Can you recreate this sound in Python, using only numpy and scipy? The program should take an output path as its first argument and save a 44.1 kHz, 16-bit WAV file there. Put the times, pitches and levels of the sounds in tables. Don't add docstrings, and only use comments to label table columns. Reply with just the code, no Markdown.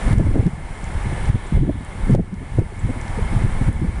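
import sys
import numpy as np
from scipy import signal
from scipy.fft import rfft, irfft
from scipy.io import wavfile
from scipy.ndimage import uniform_filter1d

SR = 44100
rng = np.random.default_rng(int(sys.argv[2]) if len(sys.argv) > 2 else 0)


def put_to_file(sound):
    columns = np.atleast_2d(sound).T
    safe = np.clip(columns, -1, 1)
    whole_steps = np.round(safe * 32767)
    wavfile.write(sys.argv[1], SR, whole_steps.astype(np.int16))


def gain_from_decibels(decibels):
    exponent = np.asarray(decibels, float) / 20
    return 10 ** exponent


N = 176400


def evened(x):
    return x / np.sqrt(np.mean(x ** 2) + 1e-20)


def read(points, hz):
    f, value = np.transpose(points)
    return np.interp(np.log(hz + 1), np.log(f + 1), value)


def add(mix, start_s, sound):
    part = mix[max(round(start_s * SR), 0):][:len(sound)]
    part += sound[:len(part)]


def smooth(x, width, axis=-1):
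    return uniform_filter1d(uniform_filter1d(x, width, axis), width, axis)


def drift(count, smooth_s):
    return evened(smooth(rng.standard_normal(count), max(int(smooth_s * SR), 2)))


def swirl(swirl_hz, length_s, sharp=0.2, thump=0.39):
    t = np.arange(int(length_s * SR)) / SR
    turn = rng.random()
    wobble = np.array([drift(8000, 0.0074), drift(8000, 0.0074)])[:, :len(t)]
    speed, size = wobble - wobble.mean(axis=1, keepdims=True)

    angle = 2 * np.pi * (turn + np.cumsum(swirl_hz * np.exp(0.18 * speed)) / SR)
    swing = np.sin(angle) + sharp * np.sin(2 * angle + 1) + sharp ** 2 * np.sin(3 * angle + 2)
    swing = evened(swing * np.exp(0.36 * size))
    slow = np.sin(2 * np.pi * (turn + 0.36 * swirl_hz * t))

    rise = 0.29
    passed = t / t[-1]
    ramp = np.minimum(passed / rise, (1 - passed) / (1 - rise)).clip(0, 1)
    return np.sin(np.pi / 2 * ramp) ** 2 * (swing + thump * slow)


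def small_eddies():
    per_s, spread_db = 90, 2.5
    size = gain_from_decibels(spread_db * np.minimum(rng.exponential(1, N), 4)) * (rng.random(N) < per_s / SR)
    kind = rng.integers(0, 16, N)
    out = np.zeros(N)
    for k, swirl_hz in enumerate(np.geomspace(55, 200, num=16)):
        out += signal.oaconvolve(size * (kind == k), swirl(swirl_hz, 2.48 / swirl_hz))[:N]
    return out


def rumble():
    # time in seconds, level in dB.
    push = [(0.0, -33.5), (0.069, -13), (0.49, -21), (0.59, -30.5), (1.14, -20), (1.49, -31), (1.55, -9.5),
            (1.87, -31), (2.14, -13.5), (2.27, -30.5), (2.62, -21.5), (2.72, -29.5), (2.86, -19),
            (2.95, -26), (3.44, -15), (3.59, -24.5), (3.64, -16), (4.0, -22)]
    # frequency in Hz, density in dB per Hz.
    low_colour = [(7.1, -81), (17, 3.5), (32, 1.5), (215, -17), (318, -30), (378, -25), (462, -37.5),
                  (500, -23), (650, -37), (1100, -120)]
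    hz = np.fft.rfftfreq(N, 1 / SR)
    tilt_db = read(low_colour, hz) - 30 * np.log2(np.maximum(hz / 450, 1))
    low = evened(irfft(rfft(rng.standard_normal(N)) * gain_from_decibels(tilt_db), N))
    low = low * gain_from_decibels(2.0 * drift(N, 0.042))
    s, db = np.transpose(push)
    push_db = np.interp(np.arange(N) / SR, s, db)
    return gain_from_decibels(push_db) * (gain_from_decibels(-1.5) * evened(low) + gain_from_decibels(-8.5) * evened(small_eddies()))


def roar():
    # frequency in Hz, density in dB per Hz.
    far_colour = [(88, 6), (150, -10.5), (627, -12), (1890, -16.5), (2110, -16), (2440, -22), (4860, -32.5),
                  (9490, -31), (11400, -51.5), (14800, -80), (22000, -120)]
    # frequency in Hz, width in Hz, lift in dB.
    body = [(867, 355, 5.5), (1732, 52, 8), (2098, 104, 5.5), (2226, 87, 6.5), (3074, 97, 3.5),
            (3380, 76, 3.5), (8550, 180, 4.5), (9280, 350, 4.5), (9840, 280, 9.5), (10470, 420, 10),
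            (7900, 930, 1.5), (6440, 730, -3)]
    # middle in seconds, half length in seconds, frequency in Hz, width in Hz, lift in dB.
    tyres = (1.59, 0.37, 3600, 650, 5.2)
    frames, hz = N // 128 + 5, np.fft.rfftfreq(512, 1 / SR)
    real, imaginary, patches = rng.standard_normal((frames, 257, 3)).T
    patches = smooth_patches(patches)

    mid_s, half_s, tyre_hz, width_hz, tyre_db = tyres
    in_time = ((np.arange(frames) * 128 / SR - mid_s) / half_s) ** 2
    in_pitch = ((hz[:, None] - tyre_hz) / width_hz) ** 2
    lift_db = 0.69 * patches + tyre_db * np.exp(-in_time - in_pitch)
    noise = signal.istft((real + 1j * imaginary) * gain_from_decibels(lift_db), nperseg=512, noverlap=384)[1][:N]
    noise = noise * gain_from_decibels(0.02 * drift(N, 0.031))

    hz = np.fft.rfftfreq(N, 1 / SR)
    colour_db = read(far_colour, hz) - 12 * np.log2(np.maximum(200 / (hz + 1), 1))
    for body_hz, width_hz, db in body:
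        colour_db += db / (1 + (2 * (hz - body_hz) / width_hz) ** 2)
    return gain_from_decibels(-30.5) * evened(irfft(rfft(noise) * gain_from_decibels(colour_db), N))


def smooth_patches(patches):
    return evened(uniform_filter1d(uniform_filter1d(patches, 6, 0), 20, 1))


def heaves():
    # start in seconds, peak in dB, swirl in Hz, length in seconds.
    slow_eddies = [(0.054, -12, 32, .06), (.26, -22, 53.7, 0.07), (.533, -20, 88, 0.015),
                   (.578, -23, 148, .02), (0.94, -17.5, 78, 0.052), (1, -17, 31.4, 0.084),
                   (1.27, -12.5, 56, 0.043), (1.536, -9, 36, 0.075), (1.66, -19, 187, 0.058),
                   (2.01, -17, 33, 0.066), (2.415, -25, 173, 0.02), (2.509, -24, 106, 0.034),
                   (2.551, -11, 39, 0.041), (2.766, -30, 101, 0.045), (2.838, -12.5, 48.5, 0.04),
                   (2.963, -20, 94, 0.034), (3.19, -20.5, 28, 0.076), (3.331, -19, 130, 0.033),
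                   (3.352, -12.5, 22, 0.064), (3.39, -27, 190, 0.026), (3.481, -23.5, 157, 0.026),
                   (3.628, -12, 24, 0.09), (3.76, -33, 82, 0.021), (3.815, -18, 180, 0.023),
                   (3.87, -16, 70, 0.053), (3.953, -14.5, 56, 0.055), (1.765, -23, 62, 0.05),
                   (0.437, -18, 48, 0.042), (1.705, -21.5, 299, 0.017), (1.625, -15, 150, 0.0305),
                   (2.157, -18.5, 170, 0.026), (.21, -15, 270, 0.017), (0.25, -9, 89, 0.032),
                   (0.146, -20, 201, 0.026), (0.043, -20, 168, 0.019), (2.152, -15.5, 500, 0.01),
                   (3.455, -12.5, 160, .015), (2.9, -22, 282, .02), (0.36, -17.5, 414, .012),
                   (1.8, -31, 200, 0.032), (2.33, -24.5, 190, 0.029), (3.1, -33, 304, 0.024),
                   (.7, -28, 110, .03), (2.586, -17, 480, 0.012), (1.56, -14, 70, 0.035),
                   (2.57, -16, 90, 0.02), (3.215, -17, 60, 0.03)]
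    out = np.zeros(N)
    for s, db, swirl_hz, length_s in slow_eddies:
        add(out, s - .003, gain_from_decibels(db) * swirl(swirl_hz, length_s, thump=0.18))
    return out


def buffets():
    # start in seconds, peak in dB, swirl in Hz, length in seconds.
    hard_eddies = [(0.069, -23, 225, 0.035), (0.105, -10.5, 145.7, 0.051), (0.127, -6.5, 103, 0.021),
                   (0.173, -10.5, 110, 0.039), (0.194, -15, 131, 0.053), (0.268, -13.5, 101.8, 0.053),
                   (0.356, -18.5, 208, 0.055), (0.39, -6.5, 106, 0.03), (0.457, -8.5, 165.5, 0.038),
                   (1.058, -15.5, 117, 0.029), (1.119, -14.5, 125.8, 0.032), (1.293, -5, 104.4, 0.029),
                   (1.337, -13, 99, 0.041), (1.522, -13.5, 123, 0.027), (1.554, -19, 151, 0.053),
                   (1.601, -13, 126.2, 0.0653), (1.742, -20.5, 102.7, 0.036), (2.091, -11, 182, 0.041),
                   (2.11, -6.5, 122.1, 0.053), (2.148, -19, 103.5, 0.043), (2.179, -14.5, 157, 0.0547),
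                   (2.316, -24.5, 190, 0.049), (2.584, -7, 102.6, 0.031), (2.844, -14.5, 101, 0.023),
                   (2.885, -18.5, 102.4, 0.05), (3.357, -16.5, 132.7, 0.035), (3.44, -6.5, 111.3, 0.023),
                   (3.613, -10, 108, 0.021), (3.68, -7, 109.8, 0.033), (3.829, -22.5, 154.3, 0.067)]
    out = np.zeros(N)
    for s, db, swirl_hz, length_s in hard_eddies:
        add(out, s - .003, gain_from_decibels(db) * swirl(swirl_hz, length_s))
    return out


def flutters():
    # start in seconds, peak in dB, swirl in Hz, length in seconds, sharpness from 0 to 1.
    quick_eddies = [(0.075, -29, 244, 0.024, 0.4), (0.198, -17, 352, 0.018, 0.44),
                    (0.267, -17, 282, 0.019, 0.25), (0.311, -21.5, 310, 0.016, 0.1),
                    (0.344, -21, 298, 0.015, 0.6), (0.358, -14.5, 297, 0.012, 0.4),
                    (0.391, -18, 310, 0.032, 0.58), (0.428, -22, 254, 0.021, 0.3),
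                    (1.356, -21, 234, 0.016, 0.25), (1.53, -33, 226, 0.011, 0.2),
                    (1.565, -25, 237, 0.027, 0.35), (1.632, -21.5, 288, 0.02, 0),
                    (1.677, -20, 283, 0.023, 0.03), (1.69, -17, 278.7, 0.03, .45),
                    (1.756, -33, 237, 0.02, 0.1), (2.098, -13.5, 252, 0.012, 0.32),
                    (2.15, -11, 387.5, 0.011, 0.7), (2.177, -23, 302, 0.026, 0.45),
                    (2.195, -17, 290, 0.016, .35), (2.326, -40, 234, 0.017, 0.1),
                    (2.414, -31, 235, 0.036, 0.2), (2.585, -12.5, 297, 0.021, 0.38),
                    (2.62, -22.5, 374, 0.0097, 0.2), (2.889, -23, 269, 0.031, 0.43),
                    (2.961, -29.5, 272.4, 0.031, 0.03), (3.187, -21, 386, 0.02, 0.24),
                    (3.329, -27, 255.5, 0.017, 0.4), (3.457, -20, 231, 0.014, 0),
                    (3.688, -20, 256, 0.015, .15), (3.817, -18, 285, 0.02, 0.08),
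                    (0.101, -28, 384, 0.011, 0.2), (.183, -29, 404, .012, 0.2),
                    (0.228, -26.5, 356, 0.022, 0.24), (.372, -27, 300, 0.033, 0.5),
                    (1.057, -33, 332, 0.013, .2), (1.576, -21, 392, .014, 0.4),
                    (3.841, -22.5, 261, 0.039, 0.16), (2.721, -37.5, 386, 0.021, 0.1),
                    (3.617, -22.5, 255.5, 0.022, 0.35), (1.454, -35, 350, 0.045, 0.06)]
    out = np.zeros(N)
    for s, db, swirl_hz, length_s, sharp in quick_eddies:
        add(out, s - .004, gain_from_decibels(db) * swirl(swirl_hz, length_s, sharp, thump=1))
    return out


def ornament():
    # time in seconds, peak in dB, ring in Hz, width in Hz.
    ticks = [
        (0.083, -26, 6960, 3000),
        (0.1836, -26, 7500, 2800),
        (.8425, -26, 7050, 1500),
        (1.257, -30, 5500, 1800),
        (1.8492, -27.5, 8900, 2200),
        (2.1105, -29, 7900, 2500),
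        (2.342, -35, 6000, 3000),
        (3.0139, -25, 7040, 3020),
        (3.0815, -32, 5000, 1400),
        (3.729, -28, 9900, 2500),
    ]
    # start in seconds, level in dB, top in Hz, length in seconds, bend in seconds.
    chirps = [
        (1.465, -47, 8430, .022, .009),
        (2.79, -45.5, 7900, 0.024, 0.0037),
    ]
    out = np.zeros(N)
    t = np.arange(-88, 89) / SR
    for s, db, ring_hz, width_hz in ticks:
        envelope = np.exp(-(np.pi * width_hz * t) ** 2)
        add(out, s + t[0], gain_from_decibels(db) * envelope * np.cos(2 * np.pi * ring_hz * t))
    for s, db, top_hz, length_s, bend_s in chirps:
        t = np.arange(int(length_s * SR)) / SR
        hz = top_hz - 2000 * np.exp(-t / bend_s)
        envelope = np.sin(np.pi * (t / length_s) ** .6) ** .6
        add(out, s, gain_from_decibels(db) * envelope * np.sin(2 * np.pi * np.cumsum(hz) / SR))
    return out


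def snaps():
    # time in seconds, peak in dB.
    clicks = [
        (0.1308, -38),
        (0.467, -42),
        (2.136, -42),
        (2.1506, -35.5),
        (2.154, -52),
        (2.592, -41.5),
    ]
    out = np.zeros(N)
    width = np.arange(60) / SR / .00004
    for s, db in clicks:
        add(out, s, gain_from_decibels(db + 18.5) * (1 - width) * np.exp(-width))
    return out


def gain():
    # time in seconds, drop in dB, hold in seconds.
    steps = [(.131, 1, 4.7), (0.132, 6.5, 0.46), (0.464, 2, 0.092), (0.486, 1, 0.072), (1.293, 5.5, 0.21),
             (1.564, 6, 0.19), (1.61, 2, 0.17), (2.14, 5, 0.2), (2.156, 7.5, 0.17), (2.599, 5, 0.12),
             (3.338, 0, .1), (3.44, 2, 0.12), (3.687, 6.5, 0.23)]
    snap_s, recover_s = .008, 0.36
    t = np.arange(N) / SR
    drop_db = np.zeros(N)
    for s, db, hold_s in steps:
        fall = 1 - np.exp(-np.maximum(t - s, 0) / snap_s)
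        drop_db += db * fall * np.exp(-np.maximum(t - s - hold_s, 0) / recover_s)
    return gain_from_decibels(-drop_db)


def scene():
    wind = rumble() + heaves() + buffets() + flutters()
    wind = 0.86 * np.tanh(wind / 0.98)
    wind = signal.sosfiltfilt(signal.butter(4, 787, fs=SR, output="sos"), wind)
    wind = signal.sosfilt(signal.butter(1, 6.0, "high", fs=SR, output="sos"), wind)
    return (wind + gain() * roar() + ornament() + snaps())[None]


def top_cut(x):
    return signal.sosfilt(signal.butter(12, 11530, fs=SR, output="sos"), x)


def record(dry):
    edge = signal.firwin(201, 11370, window=("kaiser", 8), fs=SR)
    return top_cut(signal.oaconvolve(dry, edge[None], "same"))


dry = scene()
out = record(dry)
put_to_file(out)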